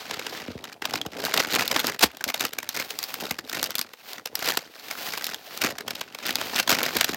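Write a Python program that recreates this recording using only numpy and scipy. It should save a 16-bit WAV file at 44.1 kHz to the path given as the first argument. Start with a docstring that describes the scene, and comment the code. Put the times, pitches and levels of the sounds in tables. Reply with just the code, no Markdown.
"""A brown paper bag, close to the microphone in a carpeted room. Hands pick it up with a sliding hiss, and
creases buckle in dry cracks that spread through the sheet as bending waves. The crackle thickens as the
top is unfolded, until at two seconds the fold springs loose with a sharp snap. The bag is then pulled
open in fits: small crinkles and finger strokes fill the gaps, the broad walls flap softly, and a last
run of loud cracks comes near seven seconds."""
import sys
import numpy as np
from scipy import signal
from scipy.fft import rfft, irfft
from scipy.io import wavfile

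SR = 44100
rng = np.random.default_rng(int(sys.argv[2]) if len(sys.argv) > 2 else 0)


def generate_wav(signal):
    """Clip the signal to [-1, 1] and save it as 16-bit WAV at the path in sys.argv[1]."""
    frames = np.transpose(np.atleast_2d(signal))
    scaled = np.clip(frames, -1, 1) * 32767
    pcm = np.round(scaled).astype(np.int16)
    wavfile.write(sys.argv[1], SR, pcm)


N = 315932
TIME = np.arange(N) / SR
LEAD_S = .005  # a buckle starts to swell this long before its jump
CRISP_SPREAD_DB = 4.5  # the top octave varies this much between tiny buckles


def cracks(run_s=.0028, small_facet_hz=3200, neighbour_db=-17, neighbour_late_s=.009):
    """Creases give way, trailed by weak neighbours; small facets are crisp, broad ones jerk a panel."""
    # creases buckling: (time [s], level over 10 ms [dB], facet pitch [Hz])
    creases = [(0.1104, -27, 2650), (.141, -31, 2870), (0.194, -29, 2830), (0.2665, -28, 2850),
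               (0.6408, -33.5, 3510), (0.821, -28, 1740), (0.854, -22.5, 3000), (.937, -26, 2540),
               (0.956, -25.5, 2150), (1.063, -33, 2650), (1.239, -31, 3000), (1.251, -25, 4460),
               (1.3399, -18.5, 2890), (1.3755, -18, 2900), (1.401, -19.5, 1900), (1.511, -33, 3400),
               (1.535, -28, 4470), (1.551, -24, 4700), (1.609, -26.5, 3640), (1.678, -23.5, 3850),
               (1.7131, -21, 2420), (1.762, -18, 1570), (1.794, -23.5, 3200), (1.7997, -24.5, 3600),
               (1.8433, -24.5, 1540), (1.869, -23, 4900), (1.88, -28, 1710), (1.897, -27.5, 2120),
               (1.945, -35, 1780), (1.993, -28, 3450), (2.1705, -40, 4180), (2.2092, -32, 1710),
               (2.2409, -22, 4430), (2.288, -27.5, 2200), (2.3002, -27, 2580), (2.3428, -23.5, 2950),
               (2.4078, -22.5, 3120), (2.451, -23.5, 3200), (2.5335, -33, 3250), (2.586, -25.5, 2840),
               (2.629, -34.5, 2680), (2.6908, -26, 4170), (2.7518, -35, 3520), (2.772, -28, 2450),
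               (2.798, -26.5, 2300), (2.9054, -30.5, 2800), (2.9886, -27.5, 4000), (3.029, -31, 3900),
               (3.039, -28.5, 4200), (3.1414, -29, 3640), (3.3097, -24, 2450), (3.388, -30, 1680),
               (3.4965, -32, 3400), (3.529, -29.5, 2300), (3.57, -31, 1600), (3.629, -23, 3750),
               (3.641, -25.5, 4860), (3.66, -35, 3620), (3.7061, -31.5, 4010), (3.754, -24.5, 4000),
               (3.7828, -28, 3880), (3.792, -25, 3630), (3.8136, -26, 4180), (3.935, -40, 2010),
               (4.1325, -35, 3520), (4.1811, -37.5, 1720), (4.2574, -28.5, 2870), (4.273, -38, 3200),
               (4.354, -23.5, 5000), (4.392, -35, 3600), (4.487, -22.5, 3200), (4.503, -25, 3060),
               (4.5725, -19.5, 3070), (4.911, -29, 2630), (5.136, -29.5, 2680), (5.175, -30.5, 2940),
               (5.243, -27, 4270), (5.2675, -27.5, 4400), (5.3449, -30, 3710), (5.575, -32, 3800),
               (5.6168, -22, 3040), (5.638, -22.5, 2720), (5.646, -24.5, 3080), (5.663, -29.5, 2700),
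               (5.706, -32.5, 2380), (5.784, -31.5, 2760), (5.8072, -33, 2040), (5.88, -28, 2840),
               (5.907, -27.5, 2770), (5.953, -34.5, 3250), (6.0116, -27, 2600), (6.148, -33, 2680),
               (6.187, -36.5, 3170), (6.266, -27, 3380), (6.307, -26, 4000), (6.3556, -20, 3570),
               (6.413, -26, 2480), (6.5601, -23.5, 3020), (6.589, -23, 3500), (6.599, -19, 3240),
               (6.6767, -23, 3040), (6.694, -16.5, 2990), (6.704, -18.5, 3430), (6.716, -20.5, 3000),
               (6.831, -22.5, 4400), (6.8627, -24, 2300), (6.968, -19.5, 3370), (7.0105, -15.5, 3250),
               (7.0443, -18.5, 3470), (7.0914, -26, 1670)]
    out = np.zeros(N)
    for s, db, hz in creases:
        broad = 1 / (1 + (hz / small_facet_hz) ** 9.2)  # near 0, the facet jumps almost at once
        crisp_db = 3.5 + 3.5 * np.log2(hz / small_facet_hz)
        knock_db = -39 + .8 * (db + 25)
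        add(out, s - LEAD_S, from_db(db) * buckle(hz, run_s * broad, crisp_db))
        add(out, s, np.sqrt(broad) * from_db(knock_db) * panel_knock(hz))
        for late, pitch, crisp in rng.standard_normal((2, 3)):
            neighbour = buckle(hz * 2 ** (pitch / 3 - .5), run_s / 2, CRISP_SPREAD_DB * crisp, size=1024)
            add(out, s - LEAD_S + neighbour_late_s * abs(late), from_db(db + neighbour_db) * neighbour)
    return out


def buckle(hz, run_s, top_db, ring_s=.0013, tail_s=.013, facet_db=4, travel_s=.000746, size=2048):
    """One facet buckles: slips swell, the crease jumps and runs on, the sheet rings out."""
    # tone of cracking paper: (frequency [Hz], level [dB])
    paper_colour = [(60, -26.5), (150, -7.5), (300, -7), (1500, 1.5), (3000, -3), (5000, 1), (7000, -2.5),
                    (9800, -11.5), (13500, -1.5), (16000, -7.5)]
    t = np.arange(size) / SR - LEAD_S
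    swell_s = .0012 * np.sqrt(run_s / .002) + 1e-5
    swell = np.exp(np.minimum(t, 0) / swell_s)
    after_s = np.maximum(t - run_s, 0)
    decay = np.exp(-after_s / ring_s) + from_db(-20) * np.exp(-after_s / tail_s)
    # waves scattered by the edges of the sheet have lost some treble; the jumps themselves keep it
    pulse = low_pass(from_db(-12) * swell * decay * rng.standard_normal(size), hz=7000)
    jumps = 1 + int(run_s / ring_s / 2)
    jump_s = LEAD_S + run_s * (np.arange(jumps) + rng.uniform(0, .46, jumps)) / jumps
    pulse[(jump_s * SR).astype(int)] += rng.choice([-1, 1], jumps)
    # a small facet radiates little below its own pitch, a large one little above
    low = low_pass(pulse, hz)
    low_gain = np.clip((2900 / hz) ** 2, .15, 3)
    facet = from_db(facet_db) * resonance(pulse, hz * rng.uniform(.8, 1.2), q=5)
    panel = from_db(-6) * resonance(pulse, hz * rng.uniform(.2, .5), q=5)
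    radiated = low_gain * (low + panel) + (pulse - low) + facet
    # the crisper the fibres break, the more of the top octave
    colour = [(f, db + top_db * (f > 8000)) for f, db in paper_colour]
    return unit_burst(bend(coloured(radiated, colour), travel_s * rng.uniform(.5, 1.5)))


def panel_knock(facet_hz):
    """The panel beside a crease is jerked and rings briefly at a hollow pitch, well below the facet's."""
    hz = .211 * facet_hz * rng.uniform(.7, 1.3)
    ring = resonance(signal.unit_impulse(4096), hz, q=6.2)
    return unit_burst(bend(ring, delay_s=.002993))


def snap():
    """The fold tears free in a swelling avalanche of slips."""
    # the fold springing loose: (time [s], level [dB])
    envelope = [(2.005, -54), (2.009, -21.5), (2.014, -22), (2.024, -24.5), (2.028, -11), (2.040, -9),
                (2.043, -17.5), (2.052, -29), (2.062, -29), (2.085, -57)]
    # tone of the snap: (frequency [Hz], level [dB])
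    snap_colour = [(60, -23), (250, -7), (750, 1.5), (2000, -2), (4500, -1.5), (9500, -12.5),
                   (14000, -11.5)]
    level_db, = in_time(envelope)
    running = (TIME > envelope[0][0]) & (TIME < envelope[-1][0])
    slips = coloured(clicks(per_s=5000, spread_db=5), snap_colour)
    return running * from_db(level_db) * rms_one(bend(slips, delay_s=.00094))


def pings(t60=.015):
    """A facet held taut cracks and rings on at one pitch."""
    # the taut facet: (time [s], level over 10 ms [dB], pitch [Hz])
    taut_facets = [(1.0148, -28, 3340),]
    out, t = np.zeros(N), TIME[:SR // 10]
    for s, db, hz in taut_facets:
        ring = np.sin(2 * np.pi * hz * t) * from_db(-60 * t / t60)
        add(out, s - LEAD_S, from_db(db - 4) * buckle(hz, run_s=.00078, top_db=-1))
        add(out, s, from_db(db) * unit_burst(ring))
    return out


def crinkles(rustle_db, low_hz=1200, high_hz=4300, facets=40):
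    """Tiny buckles cluster, each at its facet's pitch; harder handling makes them denser and brighter."""
    per_s = 200 * from_db(.3 * (rustle_db + 38))
    slips = clicks(per_s, spread_db=4) * from_db(rustle_db) * grip(rough_db=1.5)
    rings = []
    for hz in np.geomspace(low_hz, high_hz, facets):
        ring = buckle(hz, run_s=rng.uniform(0, .0036), top_db=rng.normal(.5, CRISP_SPREAD_DB), facet_db=9)
        rings.append(ring / np.linalg.norm(ring))
    out, facet_at = np.zeros(N), rng.integers(facets, size=N)
    for at in np.flatnonzero(slips):
        add(out, max(at / SR - LEAD_S, 0), slips[at] * rings[facet_at[at]])
    soft = low_pass(out, high_hz)
    brightness = np.minimum(from_db(.8 * (rustle_db + 40)), 1)
    return soft + brightness * (out - soft)


def sliding(rustle_db, panel_hz=755):
    """Fibres catch and hiss: fingers make the held panel sing, paper rubs on paper in duller fits."""
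    # fingers sliding over the paper: (peak time [s], level [dB], time to rise 10 dB [s])
    strokes = [(0.05, -41.5, 0.44), (0.36, -39.5, 0.12), (2.9, -41, .1), (3.1, -41.5, 0.16),
               (4.115, -41.5, 0.09), (4.47, -34, .07), (5.06, -35.5, 0.21), (5.54, -40, 0.13),
               (6.48, -36, 0.21), (6.93, -41.5, 0.2)]
    # tone of the hiss: (frequency [Hz], level [dB])
    hiss_colour = [(100, -19), (400, 3.5), (4500, 6), (9500, -9), (14000, 1)]
    hiss = rms_one(coloured(clicks(per_s=5000, spread_db=5), hiss_colour))
    singing = from_db(6) * resonance(hiss, panel_hz, q=12)
    stroked = swells(strokes, release_share=.62, roundness=1.28) * (hiss + singing)
    rubbed = from_db(-50 + .7 * (rustle_db + 38)) * low_pass(hiss, hz=5500)
    return grip(rough_db=3) * stroked + grip(rough_db=4) * rubbed


def wall_flutter(flutter_db):
    """The broad sides of the bag flutter and knock as long as it is handled."""
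    # tone of the fluttering sides: (frequency [Hz], level [dB])
    flutter_colour = [(35, -54), (70, -8), (140, -4), (300, -1), (750, -3), (4000, -48)]
    slips = coloured(clicks(per_s=180, spread_db=4.5), flutter_colour)
    flutter = rms_one(bend(slips, delay_s=.002005))
    return from_db(flutter_db) * (from_db(-2.5) * flutter + from_db(-4) * wall_knocks())


def wall_knocks(low_hz=290, high_hz=800, panels=14):
    """Each slip of a wall makes one stiff panel ring briefly at a hollow pitch of its own; rms 1."""
    slips = clicks(per_s=110, spread_db=6.5)
    panel_at = rng.integers(panels, size=N)
    pitches = np.geomspace(low_hz, high_hz, panels)
    rings = (resonance(slips * (panel_at == k) + 1e-18, hz, q=8.5) for k, hz in enumerate(pitches))
    return rms_one(sum(rings))


def wall_flaps(ring_s=.0046, size=4096):
    """Now and then a wall of the bag flips over with a soft falling thud."""
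    # walls flipping: (time [s], level over 10 ms [dB])
    flaps = [(.478, -31), (0.499, -36.5), (0.548, -33), (1.056, -33.5), (2.033, -21.5), (3.304, -35),
             (5.638, -29.5), (6.715, -38), (6.959, -30.5), (7.087, -30.5)]
    # tone of the thud: (frequency [Hz], level [dB])
    thud_colour = [(32, -41), (70, -1), (260, -1), (450, -2.5), (800, -21), (4000, -60)]
    out = np.zeros(N)
    for s, db in flaps:
        push = from_db(-25) * rng.standard_normal(size) * np.exp(-TIME[:size] / ring_s)
        push[0] = 1  # the flip itself, ahead of its faint scatter
        thud = bend(coloured(push, thud_colour), delay_s=.00415)
        add(out, s, from_db(db) * unit_burst(thud))
    return out


def handling(release_share=.71, roundness=2.1):
    """Hands squeeze and shift the bag, setting the levels of rustle and wall flutter in dB."""
    # squeezes and pulls: (peak time [s], rustle [dB], wall flutter [dB], time to rise 10 dB [s])
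    squeezes = [(0.215, -43.5, -45, 0.18), (0.378, -39.5, -52, 0.16), (0.935, -33.5, -38, 0.06),
                (1.242, -31.5, -36.5, 0.09), (1.383, -29.5, -34, 0.0644), (1.462, -29, -42, 0.05),
                (1.575, -23.5, -35.5, 0.08), (1.751, -27, -41, 0.07), (1.883, -32.5, -46, 0.07),
                (2.284, -30.5, -33, -0.02), (2.433, -29, -36.5, 0.0639), (2.796, -30.5, -44, 0.0547),
                (3.237, -31, -36.5, 0.0532), (3.624, -33.5, -40.5, 0.11), (4.14, -44.5, -52, 0.12),
                (4.485, -27, -42, 0.0925), (4.9, -40, -50, 0.04), (5.651, -28.5, -40, 0.05),
                (5.96, -39.5, -44, 0.15), (6.284, -27, -37, 0.0524), (6.425, -37.5, -43, 0.18),
                (6.587, -25, -41.5, 0.05), (6.72, -21, -30.5, 0.0455), (6.823, -25.5, -37, 0.08),
                (6.981, -27, -37, 0.0751), (7.16, -28.5, -60, 0.07)]
    # the bag shifting between squeezes: (time [s], rustle [dB], wall flutter [dB])
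    carrying = [(0.0, -42, -52.5), (.5, -47, -49), (0.73, -43, -49), (0.80, -69, -61), (0.84, -40, -39.5),
                (1.11, -54, -48), (1.25, -36, -42.5), (1.91, -37, -41), (1.97, -48.5, -55.5),
                (3.21, -45, -52), (3.8, -45.5, -48.5), (4.0, -61.5, -72), (4.3, -57, -51.5),
                (4.62, -43.5, -53), (4.8, -48, -58), (5.15, -38.5, -46.5), (5.34, -41, -52),
                (5.40, -59, -58.5), (5.71, -37, -41.5), (5.83, -54.5, -57), (7.16, -39, -40.5)]
    rustle_db, flutter_db = in_time(carrying)
    rustle = swells([(s, db, rise_s) for s, db, _, rise_s in squeezes], release_share, roundness)
    flutter = swells([(s, db, rise_s) for s, _, db, rise_s in squeezes], release_share, roundness)
    return 20 * np.log10([np.hypot(rustle, from_db(rustle_db)), np.hypot(flutter, from_db(flutter_db))])


def swells(movements, release_share, roundness):
    """Gain of hand movements: each builds up and lets go in a share of that time; roundness 2 is a bell."""
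    t = TIME[::64]
    power = 0
    for s, db, rise_s in movements:
        from_peak = np.maximum(s - t, (t - s) / release_share) / abs(rise_s)
        power = power + from_db(db - 10 * np.minimum(from_peak ** roundness, 10)) ** 2
    return np.interp(TIME, t, np.sqrt(power))


def grip(rough_db, per_s=45):
    """Paper sticks and gives way in fits: a gain that wanders quickly, with mean power 1."""
    knots = np.clip(rng.standard_normal(int(N / SR * per_s) + 2), -2, 1.3)
    return rms_one(from_db(rough_db * np.interp(TIME * per_s, np.arange(len(knots)), knots)))


def treble_drift(x, split_hz=8700):
    """The top octave slowly grows brighter and duller."""
    # the paper's top octave: (time [s], gain [dB])
    treble = [(0.0, -11), (1.1, -2), (1.7, 0.5), (3.4, 4), (4.4, 1.5), (5.2, 2), (6.1, -2.5), (7.16, 1.5)]
    treble_db, = in_time(treble)
    low = low_pass(x, split_hz)
    return low + from_db(treble_db) * (x - low)


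def cavity(paper):
    """The air in the bag resonates with the paper around it."""
    # air resonances: (frequency [Hz], width [Hz], gain [dB])
    modes = [(242, 36, -2), (432, 14, -11)]
    return sum(from_db(db) * resonance(paper, hz, q=hz / width) for hz, width, db in modes)


def reflections(x, t60=.14, first_s=.005, thicken_s=.041, wet_db=-24, size=16384):
    """Sparse early reflections, faint this close, thicken into a short tail that the carpet swallows."""
    # tone of the reflected sound: (frequency [Hz], level [dB])
    room_colour = [(60, -9), (250, 11.5), (4000, 5.5), (12000, -4)]
    t = TIME[:size]
    density = np.minimum(.0048 + (t / thicken_s) ** 2, 1)
    arrives = (rng.random(size) < density) & (t > first_s)
    echoes = rng.standard_normal(size) * arrives / np.sqrt(density)
    response = coloured(echoes * from_db(-60 * t / t60), room_colour)
    return from_db(wet_db) * signal.oaconvolve(x, response / np.linalg.norm(response))[:N]


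def room_tone(level_db=-68):
    """The faint, steady hiss of the still room."""
    # room tone: (frequency [Hz], level [dB])
    still_colour = [(25, -35), (70, -1), (250, -3), (5000, 2)]
    return from_db(level_db) * rms_one(coloured(rng.standard_normal(N), still_colour))


def clicks(per_s, spread_db):
    """Random slips of uneven size and sign; mean power 1."""
    sizes = from_db(spread_db * np.minimum(rng.exponential(1, N), 3)) * rng.choice([-1, 1], N)
    slipping = rng.random(N) < per_s / SR
    return rms_one(sizes * slipping / np.sqrt(per_s))


def bend(x, delay_s):
    """Bending waves speed up with the root of frequency, so lows arrive late; delay_s holds at 1 kHz."""
    f = np.fft.rfftfreq(2 * len(x), 1 / SR)
    phase = 4 * np.pi * delay_s * np.sqrt(1000 * f)
    return irfft(rfft(x, 2 * len(x)) * np.exp(-1j * phase))[:len(x)]


def coloured(x, points, size=4096):
    """Causal (minimum-phase) filter that follows a spectrum."""
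    hz, db = np.transpose(points)
    f = np.maximum(np.fft.rfftfreq(size, 1 / SR), 1)
    gain = from_db(np.interp(np.log(f), np.log(hz), db))
    cepstrum = irfft(np.log(gain))
    cepstrum[1:size // 2] *= 2
    cepstrum[size // 2 + 1:] = 0
    return signal.oaconvolve(x, irfft(np.exp(rfft(cepstrum))))[:len(x)]


def resonance(x, hz, q):
    """One peak of gain 1."""
    return signal.lfilter(*signal.iirpeak(min(hz, .4 * SR), max(q, 1), fs=SR), x)


def low_pass(x, hz):
    """A gentle roll-off."""
    return signal.lfilter(*signal.butter(1, min(hz, .4 * SR), fs=SR), x)


def from_db(db):
    return 10 ** (np.asarray(db) / 20)


def rms_one(x):
    return x / np.sqrt(np.mean(x ** 2) + 1e-20)


def unit_burst(x):
    """Scale a short sound to the energy of 10 ms at rms 1."""
    return x * np.sqrt(SR / 100 / np.sum(x ** 2))


def in_time(rows):
    """Each column of a curve at every sample."""
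    s, *columns = np.transpose(rows)
    return [np.interp(TIME, s, column) for column in columns]


def add(out, s, sound):
    """Mix a sound in at a time."""
    at = int(s * SR)
    out[at:at + len(sound)] += sound[:N - at]


def scene():
    """The bag close to one microphone, its reflections and the still room behind."""
    rustle_db, flutter_db = handling()
    crackle = treble_drift(cracks() + pings() + crinkles(rustle_db) + sliding(rustle_db))
    paper = crackle + wall_flutter(flutter_db) + wall_flaps() + snap()
    bag = paper + cavity(paper)
    return (bag + reflections(bag) + room_tone())[None]


def record(dry, ceiling=.9, cutoff_hz=16300):
    """The highest peaks are rounded, the top is cut."""
    rounded = ceiling * np.tanh(dry / ceiling)
    return signal.sosfilt(signal.ellip(10, .2, 70, cutoff_hz, fs=SR, output="sos"), rounded)


dry = scene()
out = record(dry)
generate_wav(out)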